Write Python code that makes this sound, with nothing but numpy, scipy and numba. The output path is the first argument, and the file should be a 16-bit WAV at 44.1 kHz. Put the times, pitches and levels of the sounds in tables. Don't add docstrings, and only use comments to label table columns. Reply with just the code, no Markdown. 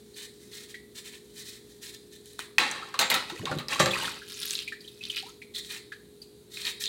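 import sys
import numpy as np
from scipy import signal
from scipy.fft import rfft, irfft
from scipy.io import wavfile
from numba import njit

SR = 44100
rng = np.random.default_rng(int(sys.argv[2]) if len(sys.argv) > 2 else 0)


def dump_mix(stems):
    frames = np.atleast_2d(stems).T
    limited = np.clip(frames, -1, 1)
    pcm = np.round(limited * 32767).astype(np.int16)
    wavfile.write(sys.argv[1], SR, pcm)


N = 303408
TIME = np.arange(N) / SR

# pitch in Hz, level in dB.
FRIDGE_TONES = [(59.2, -73.5), (118.4, -70), (220.7, -68.5), (360.7, -66), (414.5, -56.5)]
# frequency in Hz, time to fall 60 dB in seconds.
ROOM_DECAY = [(150, 0.6), (700, 0.42), (2000, 0.39), (5000, 0.38), (13000, 0.21)]

# frequency in Hz, level in dB.
FAN_EQ = [(25, -30.5), (60, -2.5), (100, -5.5), (200, 1.5), (330, -1), (470, -2), (560, -16.5), (1200, -23),
          (3000, -23), (4000, -13), (5200, -26), (9000, -20.5), (16000, -28.5)]
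SPATTER_EQ = [(500, -46), (1200, -3), (2500, 1.5), (4000, 10), (7000, -2.5), (9000, -1), (12000, -5.5),
              (16000, -8)]
SMACK_EQ = [(400, -31), (1200, -32), (2400, 1), (4200, 4.5), (5300, -6), (9000, -5), (16000, -9)]
SLOSH_EQ = [(250, -3.5), (600, -4.5), (1300, -1.5), (2500, 1), (4200, 2.5), (5300, -5.5), (8500, -6),
            (16000, -23)]
SPRAY_EQ = [(60, -44), (170, 0), (450, 0.5), (850, 1), (1600, 7), (2400, 5.5), (4300, -1), (5300, -7),
            (8500, -9.5), (11000, -20.5), (16000, -29)]
SNAP_EQ = [(200, 12), (800, -22.5), (2000, -17.5), (4000, 23.5), (5200, -14), (8500, -5), (16000, -22)]
RUB_EQ = [(300, -47), (600, -10.5), (850, -4), (1400, 0), (2000, 6), (3000, 9.5), (6000, -26)]
SQUELCH_EQ = [(500, -7), (1200, -39), (1900, -22), (2700, -11.5), (3600, 15), (4400, 14.5), (5200, -36),
              (9000, -20.5)]
FIBRE_EQ = [(300, -19.5), (700, -45.5), (1300, -14.5), (1650, -5), (2050, -4.5), (2600, -8), (3800, 4.5),
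            (5200, 0), (8500, 0.5), (11000, -5.5), (16000, -9)]

# pitch in Hz, level in dB, time to fall 60 dB in seconds.
POT_MODES = [(79.3, -16.5, 0.21), (152, -5, 0.19), (194, -5, 0.24), (348, -7, 0.43), (410, -12, 0.32),
             (529, -1.5, 0.14), (550, -7, 0.078), (575, -4, 0.12), (626, -2.5, 0.13), (770, -4.5, 0.208),
             (885, -13, .16), (1080, -25, 0.21), (1180, -5.5, 0.1), (1188, 4, 0.1), (1370, -30.5, .3),
             (1770, -6.5, 0.19), (1980, -18, 0.33), (2520, -28, 0.34)]
RIM_MODES = [(5658, 2, .08), (5857, -4, .23), (6250, -1, .18), (6444, -3, .25), (6800, -1, .25),
             (6907, -4, .2), (7273, -4, .15), (7445, -2, .45), (8021, -5, .25), (8527, 0, .22),
             (11480, -8, .2)]
# centre in Hz, width in Hz, level in dB.
SPLASH_PEAKS = [(870, 46, -9), (1060, 15, -17), (1340, 28, -3.5), (2230, 16, -8), (2720, 54, -2),
                (3300, 15, -22), (4020, 680, 0.5)]
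HOLLOW_RESONANCES = [(1810, 140, -0.5), (2006, 76, -3), (5660, 60, -9.5)]

# start in seconds, level in dB.
RIM_GRAZES = [(2.991, -35.5), (3.101, -54), (3.799, -33.5)]
# start in seconds, level in dB, contact time in seconds.
POT_BUMPS = [(3.392, -28.5, 0.0075), (3.432, -28, 0.0025), (3.513, -20.5, 0.00094), (3.548, -32.5, 0.0024),
             (3.800, -12, 0.00035), (3.862, -21, 0.00058), (3.907, -27, .005)]
# start and length in seconds, patter and spatter in dB.
TRICKLES = [(4.06, 0.062, -34.5, -48), (4.15, .12, -49, -56.5), (4.27, 0.11, -45, -47),
            (4.385, 0.15, -37.5, -40.5), (4.53, 0.093, -37, -54), (4.79, 0.19, -63, -62.5),
            (5.01, 0.14, -36, -55), (5.145, 0.022, -23.5, -40.5), (5.24, .06, -65, -57)]
# start in seconds, level in dB, starting pitch in Hz.
PLINKS = [(0.142, -40.5, 4320), (0.742, -28, 1954), (2.824, -29.5, 1290), (2.942, -24, 1098),
          (3.321, -32.5, 292), (3.432, -35.5, 390), (3.469, -25, 1060), (3.492, -29, 767),
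          (3.516, -22.5, 1395), (3.521, -32, 259), (3.601, -30, 1180), (3.724, -18, 2590),
          (3.908, -17.5, 3440), (3.933, -18, 2513), (3.957, -25, 1880), (4.024, -28, 873),
          (4.051, -21, 3370), (4.216, -34, 1547), (4.676, -23.5, 2350), (4.721, -26, 1722),
          (4.805, -34.5, 4520), (4.845, -38.5, 3080), (4.876, -31.5, 3610), (5.008, -34, 2540),
          (5.098, -22.5, 3070), (5.228, -40.5, 756), (5.262, -42, 923), (5.283, -46, 1240),
          (5.417, -32.5, 2246), (5.919, -27.5, 1648), (6.217, -31.5, 4650), (6.806, -38, 4200)]
# start and length in seconds, lapping and deep gurgle in dB.
HAND_STIRS = [(2.79, 0.098, -49.5, -66.5), (3.15, 0.25, -43.5, -58), (3.37, 0.1, -48.5, -36),
              (3.49, 0.087, -42.5, -33), (3.69, 0.064, -28.5, -56), (3.78, 0.1, -35, -31.5),
              (3.93, 0.15, -30.5, -47)]
# start in seconds, slap in dB, slap pitch in Hz, spray in dB,
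# spray decay in seconds, mist in dB.
PIECE_SPLASHES = [(2.5825, -8, 2260, -24.5, 0.072, -30), (2.7129, -22.5, 6500, -49, 0.21, -46.5),
                  (2.9413, -26.5, 1410, -43, 0.024, -54), (2.9909, -11, 3270, -26, 0.051, -22),
                  (3.011, -16, 1240, -29, 0.018, -27.5), (3.1007, -17.5, 3700, -25.5, 0.014, -21),
                  (3.116, -16.5, 1890, -26.5, 0.038, -51.5), (3.142, -17.5, 3330, -34, 0.053, -24.5),
                  (3.298, -38, 3520, -40, 0.02, -45), (3.455, -24, 3200, -37.5, 0.038, -49),
                  (3.514, -25.5, 1430, -47.5, 0.023, -62), (3.586, -33, 3530, -39, 0.027, -41),
                  (3.684, -29, 4700, -41, 0.45, -40.5), (3.7944, -23, 3020, -50, 0.0091, -55),
                  (3.7978, -10.5, 1680, -22, 0.026, -29), (3.859, -14, 1420, -31, 0.021, -38)]
# start in seconds, level in dB, pitch in Hz.
WET_CRACKS = [(1.8673, -33, 5000), (1.9467, -31.5, 5850), (2.258, -37, 9000), (2.333, -38, 9500),
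              (2.392, -17.5, 1320), (2.392, -28.5, 8000), (4.4306, -19.5, 3700), (4.508, -18, 5500),
              (4.553, -19, 3600), (4.59, -20, 3070), (5.0376, -23, 3450), (5.053, -26, 3830),
              (5.101, -21.5, 3120), (5.162, -23.5, 3250), (5.549, -28, 3670), (5.648, -32, 3970),
              (5.711, -29, 3050), (6.572, -22.5, 2360), (6.6172, -23.5, 3680), (6.6522, -22, 3600),
              (6.6694, -21, 3240), (6.8394, -16, 4060), (6.8568, -18, 4500)]
# start and length in seconds, then hiss, squelch and rub in dB.
THUMB_STROKES = [(.153, 0.1, -46.5, -47.5, -55), (.508, 0.14, -48.5, -48, -57.5),
                 (.678, 0.033, -50.5, -57, -60), (.944, 0.047, -44, -49, -54.5),
                 (1.035, 0.049, -46, -55, -53.5), (1.11, 0.041, -52, -56, -55.5),
                 (1.352, 0.073, -47, -53, -59), (1.445, 0.13, -51.5, -56, -61),
                 (1.812, 0.084, -46.5, -48.5, -57), (1.92, 0.028, -52.5, -46.5, -59.5),
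                 (2.105, .055, -55, -57, -75), (2.24, 0.12, -61, -65, -80), (2.384, 0.016, -40.5, -61, -40),
                 (5.536, .055, -43.5, -35.5, -56), (5.62, 0.088, -51.5, -54, -68),
                 (5.688, 0.079, -44, -43.5, -45), (6.5, 0.066, -48.5, -50.5, -67.5),
                 (6.562, 0.091, -46, -42.5, -51.5), (6.642, 0.048, -38, -36, -39),
                 (6.796, .025, -35, -40, -52), (6.83, 0.054, -47.5, -31.5, -57)]


def amp(db):
    return 10 ** (np.asarray(db) / 20)


def unit(x):
    return x / np.sqrt(np.mean(x ** 2))


def add(track, start, sound):
    i = int(start * SR)
    track[i:i + len(sound)] += sound[:max(N - i, 0)]


def eq(x, curve, size=4096):
    hz, db = np.transpose(curve)
    grid = np.maximum(np.fft.rfftfreq(size, 1 / SR), 1)
    gain = amp(np.interp(np.log(grid), np.log(hz), db))
    cepstrum = irfft(np.log(gain))
    cepstrum[1:size // 2] *= 2
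    cepstrum[size // 2 + 1:] = 0
    response = irfft(np.exp(rfft(cepstrum)))
    return signal.fftconvolve(x, response / np.linalg.norm(response))[:len(x)]


def band(x, low_hz, high_hz, order=2):
    edges = [low_hz, min(high_hz, SR / 2 - 100)]
    return signal.sosfilt(signal.butter(order, edges, "band", fs=SR, output="sos"), x)


def resonate(x, resonances):
    return x + sum(amp(db) * band(x, hz - width / 2, hz + width / 2, order=1)
                   for hz, width, db in resonances)


def envelopes(rows, attack_s, release_s, sag_db_per_s=0):
    tracks, t = np.zeros((len(rows[0]) - 2, N)), np.arange(SR // 2) / SR
    for start, length, *levels in rows:
        held = np.minimum(t / attack_s, 1) * amp(-sag_db_per_s * t)
        release = np.exp(-np.maximum(t - length, 0) / release_s)
        for track, db in zip(tracks, levels):
            add(track, start, amp(db) * held * release)
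    return tracks


def flutter(rate, depth_db):
    steps = rng.standard_normal(2000)
    return amp(depth_db * np.interp(TIME * rate, np.arange(len(steps)), steps))


def crackle(rate, spread_db):
    clicks = rng.random(N) < rate / SR
    sizes = amp(spread_db * np.minimum(rng.standard_normal(N), 1.7))
    return unit(clicks * rng.choice([-1, 1], N) * sizes)


@njit
def ring_bubbles(starts, hz, cycles, sizes, rise):
    out = np.zeros(N)
    for k in range(len(starts)):
        first, length = int(starts[k] * SR), int(cycles[k] * SR / hz[k]) + 1
        for i in range(min(length, N - first)):
            age = i / length
            phase = 2 * np.pi * hz[k] * i / SR * (1 + rise * age / 2)
            out[first + i] += sizes[k] * np.exp(-6 * age) * np.sin(phase)
    return out


def bubbling(low_hz, high_hz, cycles, spread_db, rise, count):
    when, pitch, life = rng.random((count, 3)).T
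    hz = low_hz * (high_hz / low_hz) ** pitch
    sizes = amp(spread_db * np.minimum(rng.standard_normal(count), 2)) * rng.choice([-1, 1], count)
    return unit(ring_bubbles(when * N / SR, hz, cycles * (.5 + life), sizes, rise))


def refrigerator(waver=.08):
    out = amp(-56) * eq(rng.standard_normal(N), FAN_EQ)
    for hz, db in FRIDGE_TONES:
        drift = waver * np.interp(TIME, np.linspace(0, N / SR, 20), rng.standard_normal(20))
        tone = np.sin(2 * np.pi * (hz * TIME + rng.random()) + drift)
        out += amp(db) * np.sqrt(2) * (1 + drift) * tone
    return out


def echoes(room_db, basin_db, basin_decay_s=0.0053, build_up_s=0.015):
    t = np.arange(SR * 3 // 4) / SR
    hz, t60 = np.transpose(ROOM_DECAY)
    noise, tail = rng.standard_normal(len(t)), 0
    for low_hz in 44 * 2. ** np.arange(9):
        octave_t60 = np.interp(np.log(low_hz * np.sqrt(2)), np.log(hz), t60)
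        tail += band(noise, low_hz, 2 * low_hz) * amp(-60 * t / octave_t60)
    tail *= 1 - np.exp(-t / build_up_s)
    basin = rng.standard_normal(len(t)) * np.exp(-t / basin_decay_s) * (t > .001)
    basin = band(basin / np.linalg.norm(basin), 200, 5500)
    return amp(room_db) * tail / np.linalg.norm(tail) + amp(basin_db) * basin


def kitchen(x, room_db, basin_db, positions=4):
    out = x
    for k in range(positions):
        send = np.maximum(np.cos(2 * np.pi * (TIME - k / positions)), 0)
        out = out + signal.oaconvolve(x * send, echoes(room_db, basin_db))[:N]
    return out


def rim_tinks():
    out, t = np.zeros(N), np.arange(SR // 2) / SR
    for start, tap_db in RIM_GRAZES:
        for hz, mode_db, t60 in RIM_MODES:
            tone = np.sin(2 * np.pi * (hz * t + rng.random()))
            add(out, start, amp(tap_db + mode_db - 60 * t / t60) * tone)
    return out


def pot_knocks(attack_s=0.00081):
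    out, t = np.zeros(N), np.arange(SR // 2) / SR
    for start, db, contact_s in POT_BUMPS:
        ring = 0
        for hz, mode_db, t60 in POT_MODES:
            tone = np.sin(2 * np.pi * (hz * t + rng.random()))
            softening = np.hypot(1, (hz * contact_s) ** 2)
            ring += amp(mode_db - 60 * t / t60) * tone / softening
        add(out, start, amp(db - 9.5) * ring * (1 - np.exp(-t / attack_s)))
    return band(out, 60, 8000)


def trickle():
    flow, scatter = envelopes(TRICKLES, attack_s=0.03, release_s=0.028)
    patter = band(bubbling(2300, 4900, cycles=22, spread_db=3.5, rise=.1, count=3200), 1900, 6000)
    beads = band(bubbling(4500, 12000, cycles=36, spread_db=5, rise=.1, count=1500), 4800, 18000)
    spatter = eq(crackle(rate=900, spread_db=5), SPATTER_EQ)
    return amp(-9) * flow * patter + scatter * (beads + amp(2.1) * spatter)


def drips(attack_s=0.0026, smack_decay_s=0.019, wobble_octaves=0.088):
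    out, t = np.zeros(N), np.arange(SR // 8) / SR
    for start, db, hz in PLINKS:
        ripple, noise = rng.standard_normal((2, len(t)))
        radius = 2000 / hz
        t60, octaves_per_s = 0.057 * radius ** .45, 2.6 * radius
        wobble = wobble_octaves * unit(band(ripple, 40, 300))
        glide_hz = hz * 2 ** (octaves_per_s * t + wobble)
        plink = np.sin(2 * np.pi * np.cumsum(glide_hz) / SR) * amp(-60 * t / t60)
        smack = band(eq(noise, SMACK_EQ), 0.93 * hz, min(4 * hz, 15000), order=1)
        smack *= amp(-15.5) * np.exp(-t / smack_decay_s)
        add(out, start, amp(db) * (plink + smack) * (1 - np.exp(-t / attack_s)))
    return out


def slosh():
    stirred, churned = envelopes(HAND_STIRS, attack_s=0.023, release_s=0.025)
    fizz = eq(crackle(rate=2000, spread_db=5), SLOSH_EQ) * flutter(rate=45, depth_db=3)
    bubbles = band(bubbling(950, 4800, cycles=28, spread_db=4.5, rise=.2, count=900), 800, 6000)
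    beads = bubbling(5500, 13000, cycles=28, spread_db=4.5, rise=.1, count=900)
    lapping = fizz + amp(-0.4) * bubbles + amp(-8.5) * beads
    gurgle = band(bubbling(80, 650, cycles=7.6, spread_db=-1, rise=0.23, count=900), 93, 1000)
    return amp(-8) * stirred * lapping + amp(-6) * churned * gurgle


def splashes(slap_decay_s=0.002, spray_rise_s=0.0021, mist_decay_s=0.0097, width_ratio=1.22):
    slaps, cloud, mist = np.zeros((3, N))
    t = np.arange(SR // 2) / SR
    for start, slap_db, hz, spray_db, spray_decay_s, mist_db in PIECE_SPLASHES:
        noise = rng.standard_normal(len(t))
        pitched = unit(band(noise, hz / width_ratio, hz * width_ratio))
        broad = amp(-6.5) * unit(band(noise, 730, 6800))
        add(slaps, start, amp(slap_db) * (pitched + broad) * np.exp(-t / slap_decay_s))
        add(cloud, start, amp(spray_db) * (1 - np.exp(-t / spray_rise_s)) * np.exp(-t / spray_decay_s))
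        add(mist, start, amp(mist_db) * np.exp(-t / mist_decay_s))
    spray = eq(crackle(rate=4000, spread_db=3.5), SPRAY_EQ)
    bubbles = bubbling(711, 5100, cycles=29, spread_db=1.5, rise=0.028, count=9000)
    droplets = unit(band(crackle(rate=6000, spread_db=6), 4900, 15000, order=1))
    return slaps + cloud * (amp(1.5) * spray + amp(-3.5) * bubbles) + amp(-1) * mist * droplets


def snaps(decay_s=0.0007, width_ratio=1.29):
    out, t = np.zeros(N), np.arange(SR // 40) / SR
    for start, db, hz in WET_CRACKS:
        noise = rng.standard_normal(len(t))
        pocket = unit(band(noise, hz / width_ratio, hz * width_ratio))
        crack = amp(-1) * eq(noise, SNAP_EQ)
        add(out, start, amp(db) * (pocket + crack) * np.exp(-t / decay_s))
    return out


def peeling(handling_until_s=2.5):
    tearing, wet, pressed = envelopes(THUMB_STROKES, attack_s=0.025, release_s=0.017, sag_db_per_s=27)
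    handling = amp(-68.5) * (TIME < handling_until_s) * flutter(rate=14, depth_db=8)
    grit = crackle(rate=9000, spread_db=6) + amp(-0.5) * rng.standard_normal(N)
    fibres = eq(grit, FIBRE_EQ) * flutter(rate=94, depth_db=2.5)
    juice = bubbling(1450, 4760, cycles=11, spread_db=-2.5, rise=0.054, count=8000)
    rub = eq(crackle(rate=2700, spread_db=3.5), RUB_EQ)
    squelch = unit(eq(juice, SQUELCH_EQ)) * flutter(rate=130, depth_db=-2.5)
    return amp(-2) * (tearing + handling) * fibres + amp(-2.5) * wet * squelch + amp(0.5) * pressed * rub


def scene():
    hands = kitchen(resonate(peeling(), HOLLOW_RESONANCES) + snaps(), room_db=-7, basin_db=-4)
    water = kitchen(amp(-1.5) * resonate(splashes(), SPLASH_PEAKS) + slosh(), room_db=-11, basin_db=-6)
    drops = kitchen(drips() + trickle(), room_db=-10, basin_db=-5)
    pot = kitchen(pot_knocks() + rim_tinks(), room_db=-10, basin_db=-14)
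    return (hands + water + drops + pot + refrigerator())[None]


def record(dry, low_cut_hz=40, high_cut_hz=16100):
    thin = signal.sosfilt(signal.butter(2, low_cut_hz, "high", fs=SR, output="sos"), dry)
    return signal.sosfilt(signal.ellip(10, .2, 70, high_cut_hz, fs=SR, output="sos"), thin)


dry = scene()
out = record(dry)
dump_mix(out)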